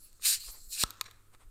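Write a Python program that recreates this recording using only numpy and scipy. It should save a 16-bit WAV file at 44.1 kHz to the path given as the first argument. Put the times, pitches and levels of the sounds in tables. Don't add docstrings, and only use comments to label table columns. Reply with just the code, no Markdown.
import sys
import numpy as np
from scipy import signal
from scipy.fft import rfft, irfft
from scipy.io import wavfile
from scipy.ndimage import uniform_filter1d

SR = 44100
rng = np.random.default_rng(int(sys.argv[2]) if len(sys.argv) > 2 else 0)


def file_out(sig):
    cols = np.atleast_2d(sig).T
    lim = np.clip(cols, -1, 1)
    pcm = np.round(lim * 32767).astype(np.int16)
    wavfile.write(sys.argv[1], SR, pcm)


N = 66150
T = np.arange(N) / SR

# frequency in Hz, relative strength in dB.
ROOM_NOISE = [(20, 7.5), (50, -8), (95, -8), (160, -20), (240, -21), (370, -20.5), (600, -29.5),
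              (900, -32.5), (1330, -25.5), (2000, -35), (3160, -35), (4000, -34.5), (5500, -38.5),
              (8000, -30), (10500, -32.5), (13000, -35.5), (16000, -38.5)]
ROOM_NOISE_DB = -57.5
# frequency in Hz, time to fall by 60 dB in seconds.
ECHO_TIMES = [(150, 0.14), (1300, 1), (4000, 0.45), (8000, 0.24), (16000, 0.48)]
ECHO_DB = -22.5
# time in seconds, level in dB, frequency in Hz.
BUMPS = [(0.022, -49, 13), (0.38, -54, 81), (0.492, -39.5, 30.6), (.58, -44.5, 8.3), (0.626, -41, 16.5),
         (0.678, -43.5, 29), (1.481, -44, 31)]
# frequency in Hz, relative strength in dB per Hz.
FIZZ_COLOUR = [(100, -12.5), (300, 0), (800, -8), (1300, 8.5), (2200, -12), (4000, -7), (8000, -6),
               (11000, -24), (16000, -25.5)]
FIZZ_START_DB, FIZZ_FALL_DB_PER_S, BUBBLES_PER_S = -52, 65, 2000
# middle in seconds, half length in seconds, level in dB.
RUBS = [(0.489, 0.017, -56), (.555, 0.033, -61), (1.086, 0.082, -67), (1.344, 0.014, -60),
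        (1.42, 0.023, -62)]
# frequency in Hz, relative strength in dB.
RUB_COLOUR = [(100, -17), (500, -0.5), (800, 1.5), (1130, 6.5), (1600, -3), (2200, -0.5), (3000, -7),
              (3700, -5), (6000, -13.5), (9000, -3.5), (16000, -30)]
# middle in seconds, half length in seconds, level in dB.
SKIDS = [(1.063, 0.008, -47), (1.085, 0.0068, -55), (1.113, 0.0066, -59), (1.155, 0.038, -71.5)]
# frequency in Hz, relative level in dB, 60 dB fall in seconds.
NECK_TONES = [(1740, -1.5, 0.014), (2320, -5, 0.01), (3580, -2, 0.006), (4110, -4, 0.017), (5630, -6, 0.01),
              (7200, -8, .006), (8700, -10, 0.0072)]
# time in seconds, level in dB, brightness in dB per octave.
CLICKS = [(0.1293, -61, 9), (0.196, -58.5, -10.5), (0.222, -42.5, 2.5), (.437, -48, -3),
          (0.487, -49.5, -10.5), (0.723, -44.5, 2.5), (.8775, -51, -9), (0.9061, -38.5, 6.5),
          (0.938, -54, 0), (1.0113, -17, -1), (1.0415, -47, 1.5), (1.0623, -41.5, -5),
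          (1.0843, -50.5, -10.5), (1.1115, -44, 0), (1.348, -48.5, -6.5)]
# frequency in Hz, relative level in dB, 60 dB fall in seconds.
CAP_TONES = [(461.5, -31, 0.028), (1089, -16.5, 0.024), (1265, -14.5, 0.028), (1800, -11.5, 0.0095),
             (2180, -12, 0.0107), (2460, -20, 0.033), (3570, -1.5, 0.0059), (3960, -3, 0.0096),
             (4540, -8, 0.015), (6750, -4, 0.0067), (8490, -8, 0.0091), (11460, -18.5, 0.0088),
             (12800, -6.5, .006), (13400, -11.5, .006)]
# frequency in Hz, relative level in dB, 60 dB fall in seconds.
POP_TONES = [(650, -22.5, 0.0051), (1072, -2, 0.0087), (1310, -6.5, 0.03), (1640, -16, 0.021),
             (2370, -27, 0.016), (3400, 1.5, 0.0059), (4000, 6, 0.0048), (5620, -0.5, 0.0049),
             (6120, -10, 0.012), (7850, 3.5, 0.0032), (8900, -3.5, .009), (13400, -14.5, .005)]
POP_DB = -17
# frequency in Hz, level in dB, 60 dB fall in seconds.
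PUFF_TONES = [(36, -30, 0.094), (125, -18.5, 0.013), (404, -17.5, 0.0024), (101, -64, 7.6)]
SEAL_S, VENT_S = .8365, .0022
# time in seconds, level in dB before HISS_DB,
# low band in dB before LOW_DB, top band in dB before TOP_DB.
FLOW = [(0.0, -59.5, -29, -8), (0.046, -53, -9, 1.5), (0.11, -67.5, -7.5, -11), (0.18, -66, -30.5, -7),
        (0.194, -71.5, -4, -12), (0.254, -24.5, -14.5, -14), (0.298, -24, -17, -11.5),
        (0.346, -28.5, -16, -16), (0.392, -52, -8.5, -14.5), (0.406, -43, -13, -6),
        (0.496, -46, -15.5, -14), (0.516, -46.5, -27.5, -1.5), (0.554, -53.5, -32, -12),
        (0.632, -55.5, -37.5, -9), (0.684, -57.5, -34, 0), (0.732, -35.5, -20.5, -11),
        (0.774, -40, -7, -14), (0.812, -27, -15.5, -14.5), (0.831, -28, -8, -15.5)]
HISS_DB, LOW_DB, TOP_DB = 0.27, 15.5, 8
# frequency in Hz, relative strength in dB per Hz.
JET_COLOUR = [(150, -47.5), (300, -37.5), (800, -34.5), (1300, -28.5), (1750, -18), (2050, -21.5),
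              (2500, -10), (3100, -15), (4700, -3.5), (6200, -8), (8000, -6), (9700, -4), (11500, -4.5),
              (12800, -4), (15500, -12)]
# frequency in Hz, change in dB.
LEAK_COLOUR = [(3000, -4.5), (4400, -2.5), (5800, -3), (7800, 6), (10500, -3.5), (13000, -7.5), (16000, -1)]
# frequency in Hz when spurting, width in Hz,
# boost in dB when spurting, boost in dB when leaking.
GAP_RESONANCES = [(2550, 670, 2.5, 0.5), (4034, 334, 8.5, 11), (7090, 270, 9, 1.5), (8700, 670, 3, -3)]
LEAK_SHIFT = 1.06
OPEN_DB, SHUT_DB = -30, -60.5
# middle in seconds,
# half length in seconds, frequency in Hz, half width in Hz, boost in dB.
WHISTLES = [(0.043, .06, 10700, 1000, 11), (0.26, .016, 7050, 350, -0.5), (0.313, .014, 8550, 450, 9),
            (0.325, 0.089, 1350, 590, 8.5), (0.419, 0.023, 4380, 446, 12), (0.545, .025, 12750, 450, 16),
            (0.67, .06, 7700, 700, 6), (0.74, .022, 4100, 350, 7)]
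# frequency in Hz, gain in dB.
GRILLE = [(9000, -1), (9900, -1.5), (10450, -6.5), (10900, 0), (11650, 1.5), (12150, -6), (12700, 3),
          (13550, -5), (14000, 3.5), (15300, 2), (15750, -8.5)]
BAND_LIMIT_HZ = 15950


def amp(db):
    return 10 ** (np.asarray(db) / 20)


def unit(x):
    return x / np.sqrt(np.mean(x ** 2) + 1e-20)


def read(points, hz):
    f, value = np.transpose(points)
    return np.interp(np.log(hz + 1), np.log(f + 1), value)


def bell(x, centre, half):
    return np.exp(-((x - centre) / half) ** 2)


def add(mix, start_s, sound):
    part = mix[max(round(start_s * SR), 0):][:len(sound)]
    part += sound[:len(part)]


def colour(x, points):
    gain = amp(read(points, np.fft.rfftfreq(N, 1 / SR)))
    return unit(irfft(rfft(x) * gain, N))


def ring(tones, tilt_db=0, scatter=0., size=5000):
    t = np.arange(size) / SR
    octaves = np.log2(np.array(tones)[:, 0] / 3000)
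    detune = 1 + scatter * rng.standard_normal(len(tones))
    out = np.zeros(size)
    for k, (hz, db, t60) in enumerate(tones):
        strength = (-1) ** k * amp(db + tilt_db * octaves[k])
        decay = np.exp(-np.log(1000) * t / t60)
        out += strength * decay * np.sin(2 * np.pi * hz * detune[k] * t)
    return out


def crack(db, decay_s, size=5000):
    b, a = signal.butter(1, [1500, 11000], "band", fs=SR)
    noise = signal.lfilter(b, a, rng.standard_normal(size))
    return amp(db) * unit(noise) * np.exp(-np.arange(size) / SR / decay_s)


def grains(per_s, spread_db):
    size = amp(spread_db * np.minimum(rng.exponential(1, N), 4))
    sign = rng.choice([-1, 1], N)
    return size * sign * (rng.random(N) < per_s / SR)


def strokes(table):
    return sum(amp(db) * bell(T, middle_s, half_s) for middle_s, half_s, db in table)


def background():
    return amp(ROOM_NOISE_DB) * colour(rng.standard_normal(N), ROOM_NOISE)


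def room(x, first_s=0.0017, echoes_per_s=3000):
    echoes = rng.standard_normal(N) * (rng.random(N) < echoes_per_s / SR) * (T > first_s)
    hz, t, bands = signal.stft(echoes, SR, nperseg=256)
    decay = np.exp(-np.log(1000) * t / read(ECHO_TIMES, hz)[:, None])
    tail = signal.istft(bands * decay, SR, nperseg=256)[1]
    return signal.fftconvolve(x, tail / np.linalg.norm(tail))[:N]


def bumps():
    out = np.zeros(N)
    for s, db, hz in BUMPS:
        out += amp(db) * bell(T, s, .5 / hz) * np.cos(2 * np.pi * hz * (T - s))
    return out


def fizz(bubble_spread_db=4.0):
    age = T - SEAL_S
    level = amp(FIZZ_START_DB - FIZZ_FALL_DB_PER_S * np.maximum(age, 0))
    return colour(grains(BUBBLES_PER_S, bubble_spread_db), FIZZ_COLOUR) * (age > 0) * level


def rubs():
    return colour(grains(per_s=11000, spread_db=3.0), RUB_COLOUR) * strokes(RUBS)


def skids():
    slips = grains(per_s=3000, spread_db=3)
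    chatter = signal.fftconvolve(slips, ring(NECK_TONES))[:N]
    return unit(chatter) * strokes(SKIDS)


def clicks():
    out = np.zeros(N)
    for s, db, tilt_db in CLICKS:
        knock = ring(CAP_TONES, tilt_db, scatter=.012)
        crackle = crack(db=-10 + tilt_db, decay_s=0.0023)
        add(out, s, amp(db) * (knock + crackle))
    return out


def pop():
    out = np.zeros(N)
    snap = ring(POP_TONES) + crack(db=-4, decay_s=.0007)
    add(out, SEAL_S, -ring(PUFF_TONES, size=N))
    add(out, SEAL_S + 0.00022, amp(POP_DB) * snap)
    return out


def hiss(patchy_db=1.9, flutter_db=0.56, low_hz=3200, top_hz=10000):
    hz, t, noise = signal.stft(rng.standard_normal(N), SR, nperseg=256, noverlap=192)
    f = hz[:, None]
    s, *columns = np.transpose(FLOW)
    level, low, top = (np.interp(t, s, column) for column in columns)
    narrow = np.clip((OPEN_DB - level) / (OPEN_DB - SHUT_DB), 0, 1)

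    tone = read(JET_COLOUR, f) + narrow * read(LEAK_COLOUR, f)
    tone = tone + (low + LOW_DB) / (1 + (f / low_hz) ** 10)
    tone = tone + (top + TOP_DB) / (1 + (top_hz / (f + 1)) ** 20)
    for centre, width, open_db, leak_db in GAP_RESONANCES:
        offset = f - centre * (1 + (LEAK_SHIFT - 1) * narrow)
        boost = open_db + (leak_db - open_db) * narrow
        tone = tone + boost / (1 + (2 * offset / width) ** 2)
    for middle_s, half_s, centre, half_hz, db in WHISTLES:
        tone = tone + db * bell(t, middle_s, half_s) * bell(f, centre, half_hz)
    patches = uniform_filter1d(rng.standard_normal(noise.shape), size=3, axis=0)
    tone = tone + patchy_db * unit(uniform_filter1d(patches, size=22, axis=1))

    gain = amp(tone) / np.sqrt(np.mean(amp(tone) ** 2, axis=0))
    flutter = flutter_db * unit(uniform_filter1d(rng.standard_normal(len(t)), size=4))
    shaped = noise * gain * amp(level + flutter + HISS_DB)
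    jet = signal.istft(shaped, SR, nperseg=256, noverlap=192)[1][:N]
    return jet * np.exp(-np.maximum(T - SEAL_S, 0) / VENT_S)


def scene():
    bottle = hiss() + pop() + clicks() + skids() + rubs() + fizz()
    echoes = amp(ECHO_DB) * room(bottle)
    return (bottle + echoes + bumps() + background())[None]


def record(dry):
    log_gain = np.log(amp(read(GRILLE, abs(np.fft.fftfreq(512, 1 / SR)))))
    grille = np.fft.ifft(np.exp(np.conj(signal.hilbert(log_gain)))).real
    heard = signal.oaconvolve(dry, grille[None])[:, :N]
    low_pass = signal.firwin(255, BAND_LIMIT_HZ, window=("kaiser", 9), fs=SR)
    return signal.oaconvolve(heard, low_pass[None], "same")


dry = scene()
out = record(dry)
file_out(out)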